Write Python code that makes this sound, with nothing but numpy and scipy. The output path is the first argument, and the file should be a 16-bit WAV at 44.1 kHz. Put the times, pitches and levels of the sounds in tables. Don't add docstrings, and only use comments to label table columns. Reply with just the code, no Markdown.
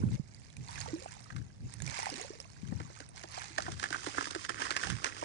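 import sys
import numpy as np
from scipy import signal
from scipy.fft import rfft, irfft, next_fast_len
from scipy.io import wavfile
from scipy.ndimage import uniform_filter1d

SR = 44100
rng = np.random.default_rng(int(sys.argv[2]) if len(sys.argv) > 2 else 0)


def int16_out(signal):
    q = np.round(np.clip(np.atleast_2d(signal).T, -1, 1) * 32767)
    wavfile.write(sys.argv[1], SR, q.astype(np.int16))


N = 231432
TIME = np.arange(N) / SR

# time of the height in seconds, spray level
# in dB, gurgle level in dB (both before the lift in slosh), swell in seconds, settling in seconds.
STROKES = [(0.01, -61.5, -59, 0.09, 0.048), (0.14, -57, -68, .045, .035), (0.48, -66, -90, 0.36, 0.26),
           (0.801, -50, -53.5, 0.14, 0.22), (1.13, -60, -72, 0.16, 0.22), (1.74, -59.5, -79, 0.094, 0.075),
           (1.992, -43, -50, 0.12, 0.16), (2.209, -48.5, -54, 0.065, 0.078), (2.99, -60.5, -65, 0.59, 0.13),
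           (3.179, -56, -63.5, 0.03, .09), (3.378, -47.5, -61, 0.076, 0.15)]
# time in seconds, peak in dB before a 6.5 dB lift, ring in Hz,
# treble in dB before a 14 dB lift.
KNOCKS = [(1.3031, -39, 1570, -32), (1.3631, -38, 1550, -18), (2.801, -39.5, 1510, -22.5),
          (3.0025, -38.5, 1530, -11), (3.1767, -38.5, 2150, -10.5), (3.235, -39, 2110, -13),
          (3.4164, -34, 1660, -18), (3.5818, -21, 1800, -15.5), (3.6215, -32, 1610, -4),
          (3.6646, -34.5, 1650, -32), (3.7185, -34, 1880, -4), (3.7967, -32.5, 1740, -10),
          (3.8288, -29.5, 1750, -19), (3.8383, -22, 1990, -21), (3.9048, -31, 1490, -11),
          (3.927, -26, 1600, -26.5), (3.9436, -24.5, 1400, -51), (4.064, -27, 1590, -14.5),
          (4.146, -33, 1700, -27), (4.1816, -22.5, 1350, -50), (4.2091, -25, 1500, -22),
          (4.255, -29.5, 1710, -10), (4.3076, -29.5, 1470, -10.5), (4.349, -27, 1480, -17),
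          (4.4485, -29.5, 2040, -15), (4.4929, -22.5, 1360, -16.5), (4.6186, -24, 1750, -18.5),
          (4.6663, -30.5, 1770, -24.5), (4.7062, -20.5, 1660, -14.5), (4.7648, -20.5, 1710, -17.5),
          (4.8349, -24.5, 1590, -20.5), (4.8699, -30.5, 1720, -13.5), (4.9006, -23, 1610, -13.5),
          (5.0437, -18.5, 1740, -18.5), (5.2424, -30.5, 1710, -25)]


def from_db(db):
    return 10 ** (np.asarray(db) / 20)


def rms_one(x):
    return x / np.sqrt(np.mean(x ** 2) + 1e-20)


def colour(x, spectrum):
    size = next_fast_len(x.shape[-1] + 2048, True) * 2
    hz, db = np.transpose(spectrum)
    grid = np.maximum(np.fft.rfftfreq(size, 1 / SR), 1)
    curve_db = np.interp(np.log(grid), np.log(hz), db)
    cepstrum = irfft(np.log(from_db(curve_db)))
    cepstrum[1:size // 2] *= 2
    cepstrum[size // 2 + 1:] = 0
    response = np.exp(rfft(cepstrum))
    return irfft(rfft(x, size) * response)[..., :x.shape[-1]]


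def evened(x, window_s):
    power = np.mean(np.atleast_2d(x) ** 2, axis=0)
    width = max(int(window_s * SR), 1)
    smooth = uniform_filter1d(uniform_filter1d(power, width), width)
    return x / np.sqrt(np.abs(smooth) + 1e-6 * power.mean())


def add(out, s, wave):
    start = int(np.clip(round(s * SR), 0, N))
    out[start:start + len(wave)] += wave[:N - start]


def scatter(times, waves):
    lead_s, lead_spread_s = .00055, .00007
    out = np.zeros((2, N))
    for s, wave, spot in zip(times, waves, rng.standard_normal(len(times))):
        add(out[0], s - lead_s + lead_spread_s * spot, wave)
        add(out[1], s, wave)
    return out


def grains(per_s, spread_db):
    when, chance = rng.random((int(per_s * N / SR), 2)).T
    sizes = from_db(spread_db * np.minimum(-np.log(1 - chance), 4))
    return when * N / SR, sizes


def bubble(hz, t60, rise):
    t = TIME[:int(t60 * SR) + 2]
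    cycles = hz * (t + rise * t * t / (2 * t60))
    fade = np.exp(-np.log(1000) * t / t60)
    onset = 1 - np.exp(-2 * cycles)
    return np.sin(2 * np.pi * cycles) * fade * onset


def bubble_cloud(per_s, spread_db, centre_hz, octaves, cycles, rise):
    times, sizes = grains(per_s, spread_db)
    centres = np.interp(times, TIME, centre_hz + 0 * TIME)
    pitches = centres * 2 ** (octaves * rng.uniform(-0.961, 1, len(times)))
    return scatter(times, [size * bubble(hz, cycles / hz, rise) for size, hz in zip(sizes, pitches)])


def crackle(per_s, spread_db):
    times, sizes = grains(per_s, spread_db)
    length = SR // 300
    ticks = rng.standard_normal((len(times), length)) * np.exp(-TIME[:length] / .0006)
    return scatter(times, sizes[:, None] * ticks)


def surges(rows):
    power = np.full(N, 1e-14)
    for s, db, swell_s, settle_s in rows:
        fall = (np.minimum(TIME - s, 0) / swell_s) ** 2 + np.maximum(TIME - s, 0) / settle_s
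        power += from_db(db) ** 2 * np.exp(-2 * np.minimum(fall, 20))
    return np.sqrt(power)


def port_gains(pan_db):
    gains = from_db(np.array([pan_db, -pan_db]) / 2)
    return gains / np.sqrt(np.mean(gains ** 2, axis=0))


def spray_level():
    ripple_db = -73.5
    strokes = surges([(s, db, swell_s, settle_s) for s, db, _, swell_s, settle_s in STROKES])
    return np.hypot(strokes, from_db(ripple_db))


def pocket_pitch():
    rest_hz, dip_octaves, strong_db = 1170, 1.65, -51
    deepest_s, dip_s = .16, 0.0846
    depth = 0
    for s, db, *_ in STROKES:
        strength = min(from_db(db - strong_db), 1)
        depth = depth + strength * np.exp(-((TIME - s - deepest_s) / dip_s) ** 2)
    return rest_hz * 2 ** (-dip_octaves * depth)


def slosh(spray):
    # frequency in Hz, level in dB.
    spray_tone = [(530, -14.5), (900, 3), (1310, -6), (1650, -3), (2210, -1), (3330, -10.5), (4330, -6),
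                  (6420, -5), (10000, -17), (13000, -64), (22000, -120)]
    # frequency in Hz, level in dB.
    fine_fizz = [(1500, -3), (4500, 1)]
    full_spray_db = -48.5
    gurgle_lag_s = 0.034
    air = surges([(s + gurgle_lag_s, db, swell_s * 0.86, settle_s * 1.16)
                  for s, _, db, swell_s, settle_s in STROKES])
    gurgle = bubble_cloud(per_s=260, spread_db=9.0, centre_hz=pocket_pitch(), octaves=0.67, cycles=28.7, rise=0.24)
    bubbles = bubble_cloud(per_s=2200, spread_db=4.0, centre_hz=3250, octaves=1.727, cycles=52, rise=0.14)
    bubbles = colour(np.diff(bubbles, prepend=0), spray_tone)
    spatter = colour(crackle(per_s=330, spread_db=4.5), spray_tone)
    foam = rms_one(colour(rng.standard_normal((2, N)), spray_tone))
    fizz = 0.78 * evened(bubbles, 0.092) + 0.64 * evened(spatter, 0.32) + 0.43 * foam
    fullness = np.minimum(spray / from_db(full_spray_db), 1)
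    fizz = fullness * fizz + (1 - fullness) * colour(fizz, fine_fizz)
    return from_db(7.0) * air * evened(gurgle, 0.053) + from_db(6.0) * spray * fizz


def open_air():
    # frequency in Hz, level in dB.
    sea_tone = [(18, -40), (30, -2), (111, 12), (168, 5), (333, -9.5), (798, -15), (1430, -30), (1780, -34),
                (2330, -32), (4820, -35.5), (10000, -33.5), (13000, -73), (22000, -120)]
    level_db = -54.5
    hush = rms_one(colour(rng.standard_normal((2, N)), sea_tone))
    return from_db(level_db) * hush * port_gains(pan_db=-1.5)[:, None]


def wind():
    # middle in seconds, rms in dB before a 9 dB lift,
    # half length in seconds, left over right in dB.
    puffs = [(0.05, -39, 0.05, -5.5), (0.139, -38, 0.017, 14), (0.612, -50, 0.028, -5.5),
             (0.832, -53.5, 0.082, -9), (1.387, -46.5, 0.043, 35), (1.651, -49.5, 0.033, 1.5),
             (1.845, -47.5, 0.052, -32), (2.741, -47, 0.075, 28), (3.718, -52, 0.068, 20),
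             (4.92, -43, 0.036, -35)]
    # start in seconds, peak in dB before a 6.5 dB lift,
    # pitch in Hz before it is scaled by 1.392, left over right in dB.
    eddies = [(0.036, -17.5, 159, -48), (0.076, -30.5, 150, 2), (0.196, -24, 129, -33),
              (1.355, -33.5, 127, 22), (2.632, -30.5, 146, 32), (2.722, -26, 147, 32)]
    # frequency in Hz, level in dB.
    wind_tone = [(25, -32.5), (50, -8.5), (80, 3), (135, 2.5), (200, -7), (300, -16.5), (500, -30.5),
                 (900, -52.5)]
    noise = colour(rng.standard_normal((2, N)), wind_tone)
    rumble = np.array([evened(port, 0.067) for port in noise])
    power = np.full((2, N), 1e-18)
    for s, db, half_s, pan in puffs:
        gains = from_db(db + 9.0) * port_gains(pan)[:, None]
        power += gains ** 2 * np.exp(-((TIME - s) / half_s) ** 2)
    out = rumble * np.sqrt(power)
    for s, db, hz, pan in eddies:
        thump = from_db(db + 6.5) * bubble(hz * 1.392, t60=0.042, rise=-0.71)
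        for port, gain in zip(out, port_gains(pan)):
            add(port, s, gain * thump)
    return out


def small_drops(spray):
    drops_per_s, wading_ends_s = 7.2, 3.45
    over_spray_db, centre_hz, octaves = 13, 4310, 1.0
    when, size = rng.random((int(drops_per_s * wading_ends_s), 2)).T
    times = when * wading_ends_s
    db = 20 * np.log10(np.interp(times, TIME, spray)) + over_spray_db
    return list(zip(times, db, centre_hz * 2 ** (octaves * (2 * size - 1))))


def drips(spray):
    # time in seconds, peak in dB before a 5.8 dB lift, pitch in Hz.
    large_drops = [(0.3461, -44.5, 4664), (0.5672, -40, 2360), (0.6844, -41, 4400), (0.8036, -33.5, 6540),
                   (0.814, -34, 4440), (1.2424, -49, 4900), (1.7379, -37, 8340), (1.8022, -38, 1620),
                   (1.8208, -32.5, 6840), (1.864, -33, 5880), (1.8765, -31.5, 2290), (1.9898, -32, 2220),
                   (2.1005, -32.5, 4950), (2.2133, -32.5, 6580), (2.4015, -35, 5310), (3.0896, -45.5, 8500),
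                   (3.3162, -42, 4370)]
    tick_db, tick_s = -2.5, .0019
    drops = large_drops + small_drops(spray)
    waves = []
    for (s, db, hz), noise in zip(drops, rng.standard_normal((len(drops), SR // 10))):
        ring = bubble(hz, t60=.015, rise=.14)
        t = TIME[:len(ring)]
        tick = from_db(tick_db) * noise[:len(ring)] * np.exp(-t / tick_s)
        onset = 1 - np.exp(-t / 0.00016)
        waves.append(from_db(db + 5.8) * (ring + tick) * onset)
    return scatter([row[0] for row in drops], waves)


def glugs():
    # time in seconds, peak in dB before a 7 dB lift, pitch in Hz, time to fade by 60 dB in seconds.
    large_bubbles = [(0.69, -41, 924, 0.053), (0.86, -35, 880, 0.029), (0.932, -31.5, 309, 0.14),
                     (1.06, -28, 755, 0.012), (2.03, -32.5, 886, .036), (2.067, -31.5, 800, 0.038),
                     (2.091, -38.5, 750, 0.043), (2.118, -42, 298, 0.1), (2.197, -38.5, 730, 0.033),
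                     (2.304, -38.5, 364, 0.038), (3.378, -33, 735, .032)]
    rise_per_s = 2.57
    waves = [from_db(db + 7.0) * bubble(hz, t60, rise=rise_per_s * t60) for s, db, hz, t60 in large_bubbles]
    return scatter([row[0] for row in large_bubbles], waves)


def contacts():
    shortest_s, longest_s = .007, 0.023
    softer_db, duller_db = -9.5, -0.5
    delays = shortest_s + (longest_s - shortest_s) * rng.random(len(KNOCKS))
    rebounds = [(s + delay, db + softer_db, hz, treble_db + duller_db)
                for (s, db, hz, treble_db), delay in zip(KNOCKS, delays)]
    return list(KNOCKS) + rebounds


def stones():
    # frequency in Hz, level in dB.
    stone_tone = [(530, -22.5), (900, -11.5), (1680, -2.5), (1990, -6.5), (2250, -10), (3330, -10),
                  (3730, -11.5), (4840, -8.5), (8510, -17), (10000, -24), (13000, -77), (22000, -120)]
    clack_attack_s, clack_decay_s = 0.00048, 0.0025
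    scrape_db, scrape_swell_s, scrape_decay_s = -15.5, 0.0031, 0.0056
    lead_s = .008
    hits = contacts()
    waves = []
    for (s, db, hz, treble_db), noise in zip(hits, rng.standard_normal((len(hits), SR // 16))):
        t = TIME[:len(noise)] - lead_s
        before, after = np.maximum(-t, 0), np.maximum(t, 0)
        clack = (1 - np.exp(-(after / clack_attack_s) ** 2)) * np.exp(-after / clack_decay_s)
        scrape = from_db(scrape_db) * np.exp(-before / scrape_swell_s - after / scrape_decay_s)
        body = [(hz * 0.65, 0), (hz, 5), (hz * 1.2, 0), (3600, treble_db + 14.0)]
        knock = colour(colour(noise * (clack + scrape), stone_tone), body)
        waves.append(from_db(db + 6.5) * knock / np.abs(knock).max())
    return scatter([row[0] - lead_s for row in hits], waves)


def catching():
    catches_per_s, catch_db = 40, 2.5
    steps = rng.standard_normal(1000)
    return from_db(catch_db * np.interp(TIME * catches_per_s, np.arange(len(steps)), steps))


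def gravel():
    # time of the height in seconds, grating in dB
    # before a 1.5 dB lift, hiss in dB before a 6.5 dB lift, swell in seconds.
    scoops = [(3.67, -49.5, -53, 0.062), (4.002, -54, -52.5, 0.3), (4.231, -44.5, -47.5, 0.25),
              (4.418, -49.5, -49.5, 0.039), (4.682, -41, -47.5, 0.16), (4.888, -43, -46.5, 0.11),
              (5.1, -47, -54, 0.079), (5.25, -52, -54, 0.11)]
    # frequency in Hz, level in dB.
    pebble_tone = [(150, -62), (250, -0.5), (301, 1.5), (809, -6.5), (880, -9), (1090, 1), (1800, 2),
                   (3000, -2.5), (3900, -67), (6600, -120)]
    sand_tone = [(1470, -43), (2500, 1.5), (4220, -4), (4810, 2), (6380, 0), (7870, -6), (8510, -3.5),
                 (9890, -12), (10500, -27), (13600, -73), (22000, -120)]
    scoop_settle_s = 0.1
    slide_grating_db, slide_hiss_db, slide_swell_s, slide_settle_s = -18.5, -23, 0.0038, 0.031
    slides = surges([(s, db, slide_swell_s, slide_settle_s) for s, db, _, _ in KNOCKS])
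    grating = surges([(s, db, swell_s, scoop_settle_s) for s, db, _, swell_s in scoops])
    hiss = surges([(s, db, swell_s, scoop_settle_s) for s, _, db, swell_s in scoops])
    clicks = evened(crackle(per_s=350, spread_db=4.0), 0.2)
    grit = evened(crackle(per_s=3200, spread_db=1.5), 0.18)
    blips = bubble_cloud(per_s=350, spread_db=4.0, centre_hz=1478, octaves=0.98, cycles=32, rise=.1)
    pebbles = rms_one(colour(clicks + .5 * grit, pebble_tone)) + .8 * evened(colour(blips, pebble_tone), .07)
    sand = rms_one(colour(0.69 * clicks + grit, sand_tone))
    uneven = catching()
    pebble_level = np.hypot(from_db(1.5) * uneven * grating, from_db(slide_grating_db) * slides)
    sand_level = np.hypot(from_db(6.5) * uneven * hiss, from_db(slide_hiss_db) * slides)
    return pebble_level * pebbles + sand_level * sand


def burst(noise, spectrum, attack_s, decay_s, tail_db, tail_s):
    t = TIME[:len(noise)]
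    onset = 1 - np.exp(-(t / attack_s) ** 2)
    fade = np.exp(-t / decay_s) + from_db(tail_db) * np.exp(-t / tail_s)
    wave = colour(noise * onset * fade, spectrum)
    return wave / np.abs(wave).max()


def gulps():
    # time in seconds, slap peak in dB before a 0.5 dB cut, brightness in dB before a 15.5 dB lift.
    closings = [(2.722, -33.5, -16.5), (2.8, -38.5, -13), (2.899, -39.5, -11), (3.002, -39.5, -14.5),
                (3.239, -37.5, -10), (3.584, -21.5, 25), (3.68, -27, -7), (3.836, -28, 1),
                (3.905, -33.5, -14), (4.068, -26, -16.5), (4.148, -37.5, -7), (4.182, -30.5, -17),
                (4.267, -43, -31), (4.357, -27.5, -16.5), (4.496, -28.5, -17.5), (4.615, -32.5, -3),
                (5.224, -24.5, -5)]
    # frequency in Hz, level in dB.
    slap_tone = [(120, -39.5), (220, -21), (320, 0.5), (480, -5.5), (650, -8.5), (820, -7.5), (1050, -14.5),
                 (1500, -24), (2500, -107)]
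    slaps, notes = [], []
    for (s, db, bright_db), noise in zip(closings, rng.standard_normal((len(closings), SR // 10))):
        slap = burst(noise, slap_tone, attack_s=.0007, decay_s=.0045, tail_db=-16, tail_s=.016)
        slap = colour(slap, [(380, 0.0046), (620, bright_db + 15.5)])
        slaps.append(from_db(db - 0.5) * slap / np.abs(slap).max())
        chance_hz = 320 * (1 + .08 * noise[0])
        note = bubble(chance_hz, t60=.07, rise=-.11)
        notes.append(from_db(db - 12 - .5 * bright_db) * note)
    times = np.array(closings)[:, 0]
    return scatter(times, slaps) + scatter(times + 0.0021, notes)


def scene():
    # frequency in Hz, level in dB.
    left_shade = [(200, -6), (650, -3.5), (1300, -10), (2500, -11), (5000, -10.5), (10000, -15)]
    spray = spray_level()
    water = slosh(spray) + drips(spray) + glugs()
    left, right = water + stones() + gravel() + gulps()
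    close = np.array([colour(left, left_shade), right])
    return close + open_air() + wind()


def record(dry):
    cutoff_hz = 10400
    low_pass = signal.ellip(10, .2, 70, cutoff_hz, fs=SR, output="sos")
    return signal.sosfilt(low_pass, dry)


dry = scene()
out = record(dry)
int16_out(out)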